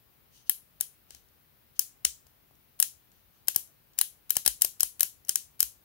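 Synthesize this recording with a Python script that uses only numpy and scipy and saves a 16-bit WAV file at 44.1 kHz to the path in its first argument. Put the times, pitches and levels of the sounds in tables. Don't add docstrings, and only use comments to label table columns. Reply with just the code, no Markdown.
import sys
import numpy as np
from scipy import signal
from scipy.fft import rfft, irfft
from scipy.io import wavfile
from scipy.ndimage import uniform_filter1d

SR = 44100
rng = np.random.default_rng(int(sys.argv[2]) if len(sys.argv) > 2 else 0)


def wav_record(signal):
    frames = np.transpose(np.atleast_2d(signal))
    bounded = np.clip(frames, -1, 1)
    quanta = np.round(bounded * 32767).astype(np.int16)
    wavfile.write(sys.argv[1], SR, quanta)


N = 257808
NOISE_TOP_HZ = 15780


def switch():
    # start_s, slider_db, grip_hz, panel_db, case_db, knock_db
    snaps = [(0.4954, -14, 11360, -13.5, -18, -28), (0.8092, -19.5, 9900, -8.5, -17.5, -28.5),
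             (1.7928, -16.5, 14960, -4, -22, -42), (2.0493, -18, 14960, 1, -8.5, -30.5),
             (2.8004, -13.5, 15050, -14.5, -21, -44.5), (2.8258, -17, 10080, -3.5, -13.5, -37),
             (3.4828, -17, 12900, -5.5, -14, -24), (3.5609, -15, 11970, -9.5, -21.5, -22.5),
             (3.9877, -20.5, 14600, -1, -13, -38), (4.0124, -14.5, 10200, -11.5, -13.5, -29),
             (4.305, -15.5, 12400, -11, -18, -29.5), (4.3672, -18, 11300, -4.5, -14, -18),
             (4.4614, -15.5, 9760, -9.5, -11.5, -21.5), (4.4773, -16, 9800, -4.5, -12.5, -22.5),
             (4.6194, -13, 13480, -6.5, -17.5, -32), (4.6471, -19, 12200, -6, -17, -20.5),
             (4.8058, -18, 12500, -4, -16.5, -35), (4.831, -16, 10000, -8, -17.5, -25.5),
             (5.0066, -15.5, 11300, -6.5, -14.5, -32.5), (5.0305, -17, 12800, -7.5, -16.5, -24),
             (5.2928, -19, 9550, -3.5, -14.5, -26.5), (5.3565, -18.5, 10900, -2.5, -15, -41),
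             (5.6044, -14.5, 12180, -7.5, -18.5, -41), (5.6282, -19, 12500, -5.5, -16, -25.5)]
    # start_s, slider_db, t60_s
    releases = [(0.8024, -40, 0.13), (2.046, -38.5, .1), (2.79, -45.5, 0.078), (3.472, -44, 0.062),
                (3.545, -39, .05), (3.978, -43, .09), (4.295, -39, 0.021), (4.354, -33, .03),
                (4.45, -35, 0.057), (4.6104, -37, 0.057), (4.796, -36, 0.17), (4.9954, -35.5, 0.0089),
                (5.272, -57.5, .014), (5.283, -37, .08), (5.593, -39, 0.14)]
    # start_s, slider_db, panel_db, knock_db
    taps = [(1.1062, -48, -0.5, -11), (1.1472, -47.5, -4.5, -19), (1.286, -72, -1, -16),
            (2.2675, -59.5, -5, -7), (2.51, -74, -5, 14), (2.5527, -71, -1, -14), (3.1173, -64.5, -2, -13),
            (3.674, -59, -12, -29), (3.934, -68.5, 0.5, -22), (5.249, -50.5, -19, -26.5)]
    out = np.zeros((2, N))
    for row in snaps:
        contact(out, *row, t60_s=.0082, room_db=-10)
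    for start_s, slider_db, t60_s in releases:
        contact(out, start_s, slider_db, grip_hz=11000, panel_db=-5, case_db=-10, knock_db=-32.5,
                t60_s=t60_s, room_db=-14)
    for start_s, slider_db, panel_db, knock_db in taps:
        contact(out, start_s, slider_db, grip_hz=5900, panel_db=panel_db, case_db=panel_db - 3,
                knock_db=knock_db, t60_s=.011, room_db=-4)
    for start_s, slider_db, *_ in snaps:
        add(out, start_s, spring(slider_db))
    return ports(highpass(out, 88, order=2))


def contact(out, start_s, slider_db, grip_hz, panel_db, case_db, knock_db, t60_s, room_db):
    # pitch_hz, width_hz, gain_db
    slider = [(10390, 370, 2.5), (11750, 1700, 0.5), (12840, 1300, 1.5), (15490, 1100, -6)]
    panel = [(4890, 360, -1.5), (6140, 1916, 6.5), (7265, 2290, 6.5), (8843, 590, 9)]
    case = [(2710, 610, -3.5), (3130, 230, 4.5), (4036, 830, 1)]
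    lid = [(1590, 380, 5), (1694, 190, 8.5), (2106, 250, -1)]
    knock = [(446, 750, -1), (790, 540, 7.4), (1250, 600, 3)]
    cavity = [(404, 66, -4), (720, 160, 3)]
    far_db = [-5, 0.5, -5, -7, -20, -13, -1]
    t = np.arange(1300) / SR
    near, scattered, size = rng.standard_normal((3, len(t)))
    bounces = amp(2.5 * unit_rms(uniform_filter1d(size, size=12)))
    attack = (1 - np.exp(-t / .00043)) ** 2
    decay = amp(-60 * t / t60_s)
    rattle = amp(-13.5) * decay ** (1 / 3.04)
    far = .55 * np.roll(near, 2) + .8 * scattered
    chatter = attack * (decay + rattle) * bounces * np.array([near, far])
    blow = np.exp(-t / .00027) * t * np.ones((2, 1))
    thump = np.sign(near[0]) * np.exp(-t / .0015) * t
    bodies = [slider + [(grip_hz, 580, 3)], panel, case, lid]
    parts = [ring(chatter, modes) for modes in bodies]
    parts += [ring(blow, knock), np.array([thump, np.roll(thump, 60)]), ring(chatter, cavity)]
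    parts[0] = highpass(parts[0], min(8800, .85 * grip_hz), order=3)
    levels_db = slider_db + np.array([0, panel_db, case_db, case_db - 9,
                                      knock_db, knock_db - 2, case_db - 21.5])
    onset_s = start_s - .0004
    for part, level_db, right_db in zip(parts, levels_db, far_db):
        rms = np.sqrt((part ** 2).sum(1, keepdims=True) / (.008 * SR))
        add(out, onset_s, part / rms * amp(level_db) * amp([[0], [right_db]]))
    add(out, onset_s, room_echo(bodies + [knock], levels_db[:5] + room_db))


def spring(slider_db):
    # pitch_hz, max_level_db, t60_s
    modes = [(8760, -27.5, .16), (9720, -22, 0.18), (10880, -26, .22)]
    t, out = np.arange(12000) / SR, 0
    for pitch_hz, max_level_db, t60_s in modes:
        level_db = slider_db + max_level_db - 9 * rng.random()
        phase = rng.random((2, 1))
        out = out + amp(level_db - 60 * t / t60_s) * np.sin(2 * np.pi * (pitch_hz * t + phase))
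    return out


def ports(sound):
    # frequency_hz, gain_db
    response = [(500, -5), (3000, -5), (5200, -4), (7400, -2.5), (9400, -10), (10600, -6.5), (13200, -7),
                (15400, -7)]
    left, right = sound
    hz = np.fft.rfftfreq(len(right), 1 / SR)
    return np.array([left, irfft(rfft(right) * amp(curve(response, hz)), len(right))])


def rubs():
    # start_s, length_s, peak_db
    strokes = [(.305, 0.16, -60.5), (0.456, 0.051, -60), (1.079, 0.12, -62), (1.749, 0.046, -62),
               (3.096, 0.18, -75), (3.316, 0.12, -72.5)]
    # pitch_hz, width_hz, gain_db
    modes = [(2990, 300, 2.5), (4670, 1100, -1), (6180, 460, 4.5), (10400, 2600, -5)]
    out = np.zeros((2, N))
    for start_s, length_s, peak_db in strokes:
        left, right, size = rng.standard_normal((3, 8000))[:, :round(length_s * SR)]
        friction = np.array([left, right]) * amp(2.1 * size)
        swell = np.interp(np.linspace(0, 1, len(left)), [0, .38, 1], [0, 1, 0])
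        add(out, start_s, unit_rms(ring(friction, modes)) * amp(peak_db) * swell)
    return out * amp([[2], [-2]])


def thuds():
    # start_s, peak_db, pitch_hz
    jolts = [(1.127, -60.5, 70.0), (2.055, -52.5, 67.3), (4.477, -49.5, 56.5), (4.828, -58.5, 48.4),
             (5.629, -56, 60.3)]
    out, t = np.zeros((2, N)), np.arange(5000) / SR
    rise_s, lag_rad = .018, np.array([[0], [1.1]])
    swell = t / rise_s * np.exp(1 - t / rise_s)
    for start_s, peak_db, pitch_hz in jolts:
        phase = 2 * np.pi * pitch_hz * t * (1 - t)
        add(out, start_s, amp(peak_db) * swell * np.sin(phase - lag_rad))
    return out * amp([[3], [-3]])


def room_echo(bodies, levels_db):
    # frequency_hz, t60_s
    decay_times = [(300, 0.14), (1500, 0.14), (3500, 0.23), (7000, 0.27), (10300, 0.25), (12000, .24),
                   (14000, .21), (15500, 0.22)]
    # frequency_hz, gain_db
    tail_colour = [(300, 3.5), (1000, -4.5), (2500, 0.5), (7000, -3), (9700, -0.5), (10300, -2.5),
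                   (12500, -4), (14500, -2.5), (15400, 1)]
    hz, t = np.fft.rfftfreq(256, 1 / SR), np.arange(280) * 64 / SR
    power = 0
    for modes, level_db in zip(bodies, levels_db):
        colour = sum(amp(2 * gain_db) / (1 + (2 * (hz - pitch_hz) / width_hz) ** 2) ** 1.27
                     for pitch_hz, width_hz, gain_db in modes)
        power = power + amp(2 * level_db) * colour / colour.sum()
    spectrum = np.sqrt(power) * amp(curve(tail_colour, hz)) * (hz < NOISE_TOP_HZ)
    decay = amp(-60 * t / curve(decay_times, hz)[:, None])
    real, imag = rng.standard_normal((2, 2, len(hz), len(t)))
    tail = signal.istft((real + 1j * imag) * spectrum[:, None] * decay, nperseg=256, noverlap=192)[1]
    build_up = np.clip((np.arange(tail.shape[1]) / SR - .003) / .013, 0, 1)
    return tail * build_up


def noise_floor():
    # frequency_hz, level_db
    density = [(25, -29.5), (42, 0.5), (145, -1), (168, -6.5), (200, -4), (313, -8.5), (432, -10),
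               (477, -10.5), (567, -11.5), (2110, -15), (3920, -17.5), (8040, -26), (15700, -9)]
    # frequency_hz, level_db
    balance = [(60, 6.5), (150, 4), (380, 4), (950, 3.5), (2380, 2), (5980, 2.5), (15000, 5.5)]
    # frequency_hz, correlation
    coherence = [(60, 0.79), (150, 0.13), (350, .02)]
    frames, hz = N // 256 + 5, np.fft.rfftfreq(1024, 1 / SR)
    left_re, left_im, own_re, own_im, patches = rng.standard_normal((frames, len(hz), 5)).T
    flicker = amp(.6 * unit_rms(uniform_filter1d(uniform_filter1d(patches, 10, 0), 12, 1)))
    shared = curve(coherence, hz)[:, None]
    left = left_re + 1j * left_im
    right = shared * left + np.sqrt(1 - shared ** 2) * (own_re + 1j * own_im)
    lean_db = curve(balance, hz) / 2
    colour = amp(curve(density, hz) + np.array([lean_db, -lean_db])) * (hz < NOISE_TOP_HZ)
    spectra = np.array([left, right]) * colour[:, :, None] * flicker
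    hiss = signal.istft(spectra, nperseg=1024, noverlap=768)[1][:, :N]
    out = highpass(amp(-64) * unit_rms(hiss), 38, order=4)
    out[0] += noise_tone(pitch_hz=15300, width_hz=60, level_db=-92)
    return out + noise_tone(pitch_hz=146, width_hz=8, level_db=-83.5)


def noise_tone(pitch_hz, width_hz, level_db):
    return amp(level_db) * unit_rms(ring(rng.standard_normal(N), [(pitch_hz, width_hz, 0)]))


def ring(force, modes):
    return sum((-1) ** k * amp(gain_db) * signal.lfilter(*signal.iirpeak(hz, hz / width_hz, SR), force)
               for k, (hz, width_hz, gain_db) in enumerate(modes))


def highpass(x, cutoff_hz, order):
    return signal.sosfilt(signal.butter(order, cutoff_hz, "high", fs=SR, output="sos"), x)


def amp(db):
    return 10 ** (np.asarray(db) / 20)


def unit_rms(x):
    return x / np.sqrt(np.mean(x ** 2) + 1e-20)


def curve(points, hz):
    knots_hz, values = np.transpose(points)
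    return np.interp(np.log(hz + 1), np.log(knots_hz + 1), values)


def add(mix, start_s, sound):
    part = mix[..., round(start_s * SR):][..., :sound.shape[-1]]
    part += sound[..., :part.shape[-1]]


def scene():
    return switch() + rubs() + thuds() + noise_floor()


def record(dry):
    lowpass = signal.firwin(255, cutoff=16500, window=("kaiser", 8), fs=SR)
    limited = signal.oaconvolve(np.clip(dry, -1, 1), lowpass[None], "same")
    return np.clip(limited, -1, 1)


dry = scene()
out = record(dry)
wav_record(out)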